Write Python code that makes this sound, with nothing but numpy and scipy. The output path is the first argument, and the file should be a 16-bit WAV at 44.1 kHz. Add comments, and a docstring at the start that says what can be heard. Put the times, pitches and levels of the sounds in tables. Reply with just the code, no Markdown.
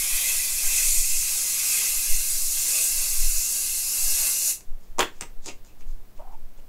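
"""A spray bottle is swept around a face in a small furnished room, heard by one microphone.
First comes a long hiss of shaped noise that swells as the nozzle passes the microphone, then shuts off.
Next the cap snaps back on: bursts of noise and the ringing of a hollow bottle. Around and after it, fingers
rub the plastic with grainy noise, and near the end a seat creaks as uneven clicks ring wood.
Throughout, stirred air buffets the microphone as deep noise, over a faint mains hum and a quiet hush."""
import sys
import numpy as np
from scipy import signal
from scipy.fft import rfft, irfft
from scipy.io import wavfile
from scipy.ndimage import uniform_filter1d

SR = 44100
rng = np.random.default_rng(int(sys.argv[2]) if len(sys.argv) > 2 else 0)


def waveform_to_disk(signal):
    """Save audio, clipped to [-1, 1], as 16-bit WAV at the path in sys.argv[1]."""
    frames = np.transpose(np.atleast_2d(signal))
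    scaled = np.clip(frames, -1, 1) * 32767
    samples = np.round(scaled).astype(np.int16)
    wavfile.write(sys.argv[1], SR, samples)


def undo_db(level):
    """Turn decibels back into plain size, where 20 dB means ten times bigger."""
    steps = np.asarray(level, float) / 20
    return 10 ** steps


N = 294588  # length in samples

# In every spectrum table below, density_db is the relative strength per Hz; only its shape counts.

# sweep of the hand: start_s, level_db, facing_0_to_1 (how squarely the nozzle faces the microphone),
# hump_hz (hump of the fizz), fullness_db (how full the lower jet sounds)
SWEEP = [(0.0, -24.5, 0.16, 8000, -0.5), (0.06, -26.5, 0, 7600, 2.5), (0.29, -24, 0.2, 7750, 1.5),
         (0.45, -26.3, 0.24, 7800, -0.5), (0.58, -26.5, 0.2, 7300, -1.5), (0.7, -24.5, .4, 7500, 2),
         (0.79, -21.5, 1, 7800, 0.5), (0.9, -22.5, 0.7, 7800, -2.5), (1.02, -24.5, 0.6, 7570, -3),
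         (1.28, -26, 0.44, 7200, -0.5), (1.58, -25.5, 0.5, 7250, 1), (1.72, -23, .3, 7400, 0.8),
         (1.81, -24, 0.4, 7550, 3), (1.94, -25.5, 0.15, 7900, 0.5), (2.12, -26, 0.26, 7700, 1),
         (2.27, -26, 0.35, 8200, -1), (2.46, -26.5, 0.3, 7650, -4), (2.6, -25.5, .4, 7400, 0.7),
         (2.77, -22.5, .7, 8700, 0.5), (2.86, -23.5, 0.4, 7400, -1.5), (3.04, -26, 0.24, 7000, 1),
         (3.25, -26, 0.35, 7350, -0.3), (3.44, -25.5, 0.67, 7000, -1.4), (3.64, -26.5, .2, 7200, 0.2),
         (3.86, -27.5, 0.2, 7900, 0.3), (4.02, -24.5, 0.4, 7800, 0.5), (4.26, -23, 0.04, 7200, 1.5),
         (4.4, -26, 0.5, 6860, -1.7), (4.52, -22.5, .4, 7650, -0.5)]
# spectrum of the broad fizz: pitch_hz, density_db
FIZZ_SPECTRUM = [(2800, -33), (3700, -13), (4000, -7), (5000, -4.5), (6900, 0.5), (9000, -2), (11200, -1),
                 (14000, -6.5), (16000, -13)]
# spectrum of the lower roar of the jet: pitch_hz, density_db
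ROAR_SPECTRUM = [(500, -9), (750, -2.5), (880, -3.5), (1200, 1.5), (1380, -4), (1620, 5.5), (1830, -5.5),
                 (2000, -29)]
# narrow parts of the jet: start_pitch_hz, width_hz, start_level_db (against the fizz), sag_db_per_s,
# climb_share (share of the nozzle tone's climb)
NOZZLE_TONES = [(2480, 170, -15.5, -1.04, 1.0), (2090, 140, -19, -2.2, 0.15), (3350, 400, -18, -2.4, 0.3)]
# mist strikes the face with a low puff: peak_s, level_db (against the fizz), half_width_s
FACE_PUFFS = [(0.28, -36, 0.07), (0.76, -39, 0.076), (1.81, -42.5, 0.079), (2.76, -32, 0.064),
              (3.03, -36.5, .05), (4.27, -40, 0.19)]
# knocks on the plastic: start_s, tick_db, wall_db, upper_modes_db, lower_modes_db
PLASTIC_KNOCKS = [(4.607, -37, -54, -73, -58), (4.984, -26, -33, -24.5, -26),
                  (4.9923, -10.5, -18.5, -20.5, -15.5), (4.9973, -24, -20, -18, -28),
                  (5.0044, -25, -12, -21, -36), (5.0088, -17, -21, -42, -19.5),
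                  (5.0202, -34, -23, -37, -37), (5.0269, -35, -19, -32, -25),
                  (5.2094, -18.5, -41.5, -48, -39.5), (5.2099, -38, -39, -50, -48),
                  (5.2172, -33, -37, -55, -59), (5.2214, -34, -29, -46, -40), (5.233, -38, -36, -46, -40),
                  (5.4594, -25.5, -56, -60, -50), (5.4617, -31, -52, -51, -41),
                  (5.4728, -32, -54, -46, -41), (5.648, -46, -54, -63, -65), (5.808, -48, -52, -70, -62),
                  (6.1944, -55, -60, -48, -49)]
# spectrum of the cap's bright crack: pitch_hz, density_db
CRACK_SPECTRUM = [(2500, -10.5), (3900, -16), (4900, -4), (6500, -2), (7100, 1), (7500, -1), (7900, -5),
                  (8500, -5), (10500, -18), (13200, -20), (16000, -36)]
# spectrum of the wall's clack: pitch_hz, density_db
CLACK_SPECTRUM = [(700, -5), (1200, 0), (1550, 3), (1900, 1), (2400, 1), (3000, -2.5), (3800, -6),
                  (5500, -18.5)]
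# ringing modes of the hollow bottle: pitch_hz, level_db (against the knock), t60_s (time to fall 60 dB)
BOTTLE_MODES = [(290, -12, .08), (330, -6, .09), (385, 0, .07), (480, -2, .09), (557, -4, .06),
                (800, -3, .08), (928, 3, .085), (1090, -2, .065)]
# fingers slide on the plastic: start_s, length_s, level_db, dull_db (dull part against the bright)
FINGER_SLIDES = [(4.797, 0.091, -66, -10), (5.117, 0.12, -63, 2), (5.416, 0.067, -55, -4),
                 (5.454, 0.056, -39.5, 0), (5.636, .09, -61, -2), (5.786, 0.051, -63, 4),
                 (5.858, 0.099, -63, -15), (6.152, 0.05, -66, 4), (6.31, .04, -68, 5),
                 (6.568, 0.035, -65, 2)]
# spectrum of the bright rustle: pitch_hz, density_db
RUSTLE_SPECTRUM = [(2060, -20), (3500, -7), (4280, -5.5), (5460, -4), (5910, -5), (6800, 0), (15000, -34)]
# spectrum of the duller rub: pitch_hz, density_db
DULL_SPECTRUM = [(180, -12), (300, 4.5), (420, -12), (700, -12), (1700, -21), (2300, -9), (2600, -5),
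                 (2900, -12), (3600, -19), (4700, -40)]
# the seat gives: start_s, length_s, level_db, first_pitch_hz, last_pitch_hz
SEAT_CREAKS = [(6.188, .055, -44, 560, 740), (6.24, .08, -49, 790, 800), (6.31, .055, -50, 800, 900),
               (6.575, .06, -59, 570, 400)]
# stirred air reaches the microphone: peak_s, level_db, half_width_s
AIR_GUSTS = [(0.0, -30, 0.047), (0.15, -26.5, 0.021), (0.37, -34, 0.064), (0.54, -28.5, 0.024),
             (0.69, -23, 0.039), (0.96, -21, 0.077), (1.15, -21.5, 0.038), (1.3, -37, 0.066),
             (1.97, -33, 0.05), (2.15, -13.5, 0.034), (2.42, -27.5, 0.12), (3.0, -29, 0.062),
             (3.23, -16.5, 0.061), (3.36, -23.5, 0.041), (3.73, -39.5, 0.087), (4.08, -20, 0.038),
             (4.22, -30, 0.019), (4.72, -22, 0.033), (4.94, -25.5, .06), (5.26, -33, 0.077),
             (5.4, -28, 0.029), (5.53, -37, 0.083), (5.9, -23.5, 0.071), (6.22, -32, 0.051),
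             (6.4, -27, 0.065), (6.63, -35, 0.075)]
# spectrum of the stirred air: pitch_hz, density_db
GUST_SPECTRUM = [(3, 0.5), (6, 7), (20, -2), (31, -29), (60, -38.5), (110, -44.5), (200, -86)]
# mains hum: pitch_hz, rms_db
MAINS_HUM = [(99.6, -75.5), (199.2, -68.5)]
# spectrum of the room hush: pitch_hz, density_db
HUSH_SPECTRUM = [(20, 1.5), (40, 7), (60, 2), (110, -3), (160, -8.5), (250, -7), (600, -11.5), (1100, -17),
                 (1500, -19.5), (3000, -24), (11800, -27.5), (12300, -22), (16000, -23)]
# how fast the room's reflections die: pitch_hz, t60_s (time to fall 60 dB)
ROOM_DECAY = [(250, 0.28), (660, 0.18), (1740, 0.23), (4590, 0.21), (12100, 0.18)]


def evened(x):
    """Scales to rms 1."""
    return x / np.sqrt(np.mean(x ** 2) + 1e-20)


def read(points, hz):
    """Reads a table of values between its points, on a log-frequency axis."""
    f, value = np.transpose(points)
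    return np.interp(np.log(hz + 1), np.log(f + 1), value)


def coloured(points, size=N):
    """Steady noise of a given spectrum, rms 1."""
    hz = np.fft.rfftfreq(size, 1 / SR)
    white = rfft(rng.standard_normal(size))
    return evened(irfft(white * undo_db(read(points, hz)), size))


def resonate(x, hz, width_hz):
    """A resonance of gain 1 that follows the curve hz: shift down to zero, smooth, shift back up."""
    turn = np.exp(2j * np.pi * np.cumsum(hz * np.ones(len(x))) / SR)
    r = np.exp(-np.pi * width_hz / SR)
    return 2 * (turn * signal.lfilter([1 - r], [1, -r], x / turn)).real


def wander(t, per_s, count):
    """Slow random drifts, rms 1: sums of slow sines, the slower the stronger."""
    rate = np.geomspace(per_s / 10, per_s, 20)[:, None]
    phase = rng.random((count, 20, 1))
    return evened((np.sin(2 * np.pi * (rate * t + phase)) / np.sqrt(rate)).sum(1))


def rub(t, start, length):
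    """Progress 0-1 through a rub, and its swell: up to an early peak, down again."""
    peak_at, skirt_db = 0.37, -16.5  # peak as a share of the length; level at both ends
    u = (t - start) / length
    away = np.maximum((peak_at - u) / peak_at, (u - peak_at) / (1 - peak_at))
    return np.clip(u, 0, 1), undo_db(np.maximum(skirt_db * away ** 2, -200))


def bumps(rows, t):
    """Sum of bell-shaped swells."""
    return sum(undo_db(db) * np.exp(-.5 * ((t - s) / half) ** 2) for s, db, half in rows)


def background():
    """Slow air pressure on the microphone as deep noise, room hush as steady noise, mains hum as sines."""
    calm_db, hush_db = -47.5, -55
    t = np.arange(N) / SR
    air = coloured(GUST_SPECTRUM)
    # level out chance swells, so that the strength of a gust is set by its row alone
    air = evened(air / np.sqrt(uniform_filter1d(air ** 2, 5000) + 0.22))
    strength = undo_db(calm_db) + bumps(AIR_GUSTS, t)
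    hum = sum(np.sqrt(2) * undo_db(db) * np.sin(2 * np.pi * (hz * t + rng.random())) for hz, db in MAINS_HUM)
    return strength * air + hum + undo_db(hush_db) * coloured(HUSH_SPECTRUM)


def creaks(slips_per_s=390.0):
    """Uneven stick-slip clicks ring a wooden resonance that drifts, and a fixed one above it."""
    t, out = np.arange(N) / SR, np.zeros(N)
    slips = (rng.random(N) < slips_per_s / SR) * rng.choice([-1., 1.], N)
    upper = evened(resonate(resonate(slips, 880, 150), 910, 250))
    for s, length, db, from_hz, to_hz in SEAT_CREAKS:
        progress, swell = rub(t, s, length)
        hz = from_hz + (to_hz - from_hz) * progress
        drifting = evened(resonate(resonate(slips, hz, 98), hz, 200))
        out += undo_db(db) * swell * evened(drifting + .5 * upper)
    return out


def slides():
    """Skin on plastic: a grainy bright rustle and a duller rub that peaks later."""
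    t = np.arange(N) / SR
    bright, dull = np.zeros(N), np.zeros(N)
    for s, length, db, dull_db in FINGER_SLIDES:
        bright += undo_db(db) * rub(t, s, length)[1]
        dull += undo_db(db + dull_db) * rub(t, s + 0.31 * length, length)[1]
    roughness = evened(uniform_filter1d(rng.standard_normal(N), 90))
    grain = evened(undo_db(2.6 * roughness))
    return grain * (bright * coloured(RUSTLE_SPECTRUM) + dull * coloured(DULL_SPECTRUM))


def knocks(crack_t60_s=0.0099, clack_t60_s=0.027):
    """Each knock: a bright crack and a noisy clack, too damped to ring, and the hollow bottle's modes."""
    size = 4096
    out, t = np.zeros(N + size), np.arange(size) / SR
    hz, db, t60 = np.transpose(BOTTLE_MODES)[:, :, None]
    for s, tick_db, wall_db, upper_db, lower_db in PLASTIC_KNOCKS:
        # both noises start with a very short rise
        crack = undo_db(tick_db - 60 * t / crack_t60_s) * coloured(CRACK_SPECTRUM, size)
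        crack = crack * np.minimum(t / 0.00062, 1)
        clack = undo_db(wall_db - 60 * t / clack_t60_s) * coloured(CLACK_SPECTRUM, size)
        clack = clack * np.minimum(t / 0.00097, 1)
        uneven_db = 1.5 * rng.standard_normal(hz.shape)  # no two knocks ring the modes alike
        blow_db = np.where(hz > 680, upper_db, lower_db)
        ring = undo_db(db + blow_db + uneven_db - 60 * t / t60) * np.sin(2 * np.pi * hz * t)
        soft = np.minimum(t * hz / 1.4, 1)  # the hollow takes a cycle or two to speak
        out[round(s * SR):][:size] += crack + clack + (ring * soft).sum(0)
    return out[:N]


def unit(gains):
    """Scales a spectrum to a total power of 1."""
    return gains / np.sqrt((gains ** 2).sum(0))


def bell(hz, centre_hz, width_hz):
    """A bell-shaped curve over frequency."""
    return np.exp(-.5 * ((hz - centre_hz) / width_hz) ** 2)


def jet(patchy_db=1.5, flicker_db=0.34, waver_db=1.05, waver_hz=22):
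    """Turbulent mist: broad fizz with a moving hump, nozzle tones, a roar and a low puff, all patchy."""
    shut_s, shut_db_per_s = 4.51, -380  # the valve closes
    rise_hz, rise_s = 230, 2.2  # the nozzle tone climbs and settles as the pressure drops
    roar_db, roar_sag_db_per_s = -27, -0.26
    hump_db, top_db = 5, -2  # facing the microphone lifts a hump in the fizz and tilts its top
    puff_hz, puff_width_hz, puff_rest_db = 570, 120, -40.5
    frames, hz = N // 256 + 5, np.fft.rfftfreq(1024, 1 / SR)[:, None]
    t = np.arange(frames) * 256 / SR
    s, sweep_db, *controls = np.transpose(SWEEP)
    facing, hump_hz, full_db = (np.interp(t, s, c) for c in controls)
    drift = wander(t, 8., count=5)

    hump = facing * hump_db * bell(hz, hump_hz, 1240)
    top = (2.5 + top_db * facing) * bell(hz, 10600, 1400)
    fizz = unit(undo_db(read(FIZZ_SPECTRUM, hz) + hump + top))
    roar_level = undo_db(roar_db + roar_sag_db_per_s * t + full_db + waver_db * drift[3])
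    roar = roar_level * unit(undo_db(read(ROAR_SPECTRUM, hz)))
    puff = (undo_db(puff_rest_db) + bumps(FACE_PUFFS, t)) * unit(bell(hz, puff_hz, puff_width_hz))
    power = fizz ** 2 + roar ** 2 + puff ** 2
    climb_hz = rise_hz * (1 - np.exp(-t / rise_s)) + waver_hz * drift[4]
    for k, (start_hz, width_hz, db, sag_db, share) in enumerate(NOZZLE_TONES):
        level = undo_db(db + sag_db * t + full_db + waver_db * drift[k])
        power = power + (level * unit(bell(hz, start_hz + share * climb_hz, width_hz))) ** 2

    # random noise frames, shaped by the spectrum; patches spread over time and pitch, flicker over time
    a, b, patches = rng.standard_normal((frames, 513, 3)).T
    patches = evened(uniform_filter1d(uniform_filter1d(patches, 8, 0), 6, 1))
    shape = np.sqrt(power) * undo_db(patchy_db * patches + flicker_db * rng.standard_normal(frames))
    mist = evened(signal.istft((a + 1j * b) * shape, nperseg=1024, noverlap=768)[1][:N])
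    t = np.arange(N) / SR
    return mist * undo_db(np.interp(t, s, sweep_db) + shut_db_per_s * np.maximum(t - shut_s, 0))


def room(x, shifts_per_s=7.):
    """Sparse reflections, each band dying at its own speed; the pattern shifts as the hand moves about."""
    room_db = -6.5
    # three patterns of single echoes, one at a random place in every 20 samples
    taps, at = np.zeros((3, SR // 2)), np.arange(130, SR // 2 - 20, 20)
    places = at + rng.integers(0, 20, (3, len(at)))
    np.put_along_axis(taps, places, rng.choice([-1., 1.], (3, len(at))), 1)
    hz, t, z = signal.stft(taps, SR, nperseg=256)
    tails = signal.istft(z * undo_db(-60 * t / read(ROOM_DECAY, hz)[:, None]), SR, nperseg=256)[1]
    # the sound is passed around the three patterns at a steady total power
    turn = 2 * np.pi * (shifts_per_s * np.arange(N) / SR / 2 + np.arange(3)[:, None] / 3)
    fed = x * np.sqrt(2 / 3) * np.cos(turn)
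    echoes = signal.oaconvolve(fed, tails / np.linalg.norm(tails[0]), axes=1)[:, :N]
    return undo_db(room_db) * echoes.sum(0)


def scene():
    """All sources in the room, the same on both channels; the seat is close and nearly dry."""
    seat = creaks()
    hand = slides() + knocks() + jet()
    mix = background() + seat + hand + room(hand + 0.5 * seat)
    return np.tile(mix, (2, 1))


def low_pass(x):
    """Removes everything above the highest recorded frequency."""
    return signal.sosfilt(signal.butter(12, 17060, fs=SR, output="sos"), x)


def record(dry):
    """A steep low-pass filter takes away the highest treble."""
    edge = signal.firwin(1023, 15760, window=("kaiser", 9), fs=SR)  # edge in Hz
    mix = signal.oaconvolve(dry, edge[None], "same")
    return low_pass(mix)


dry = scene()
out = record(dry)
waveform_to_disk(out)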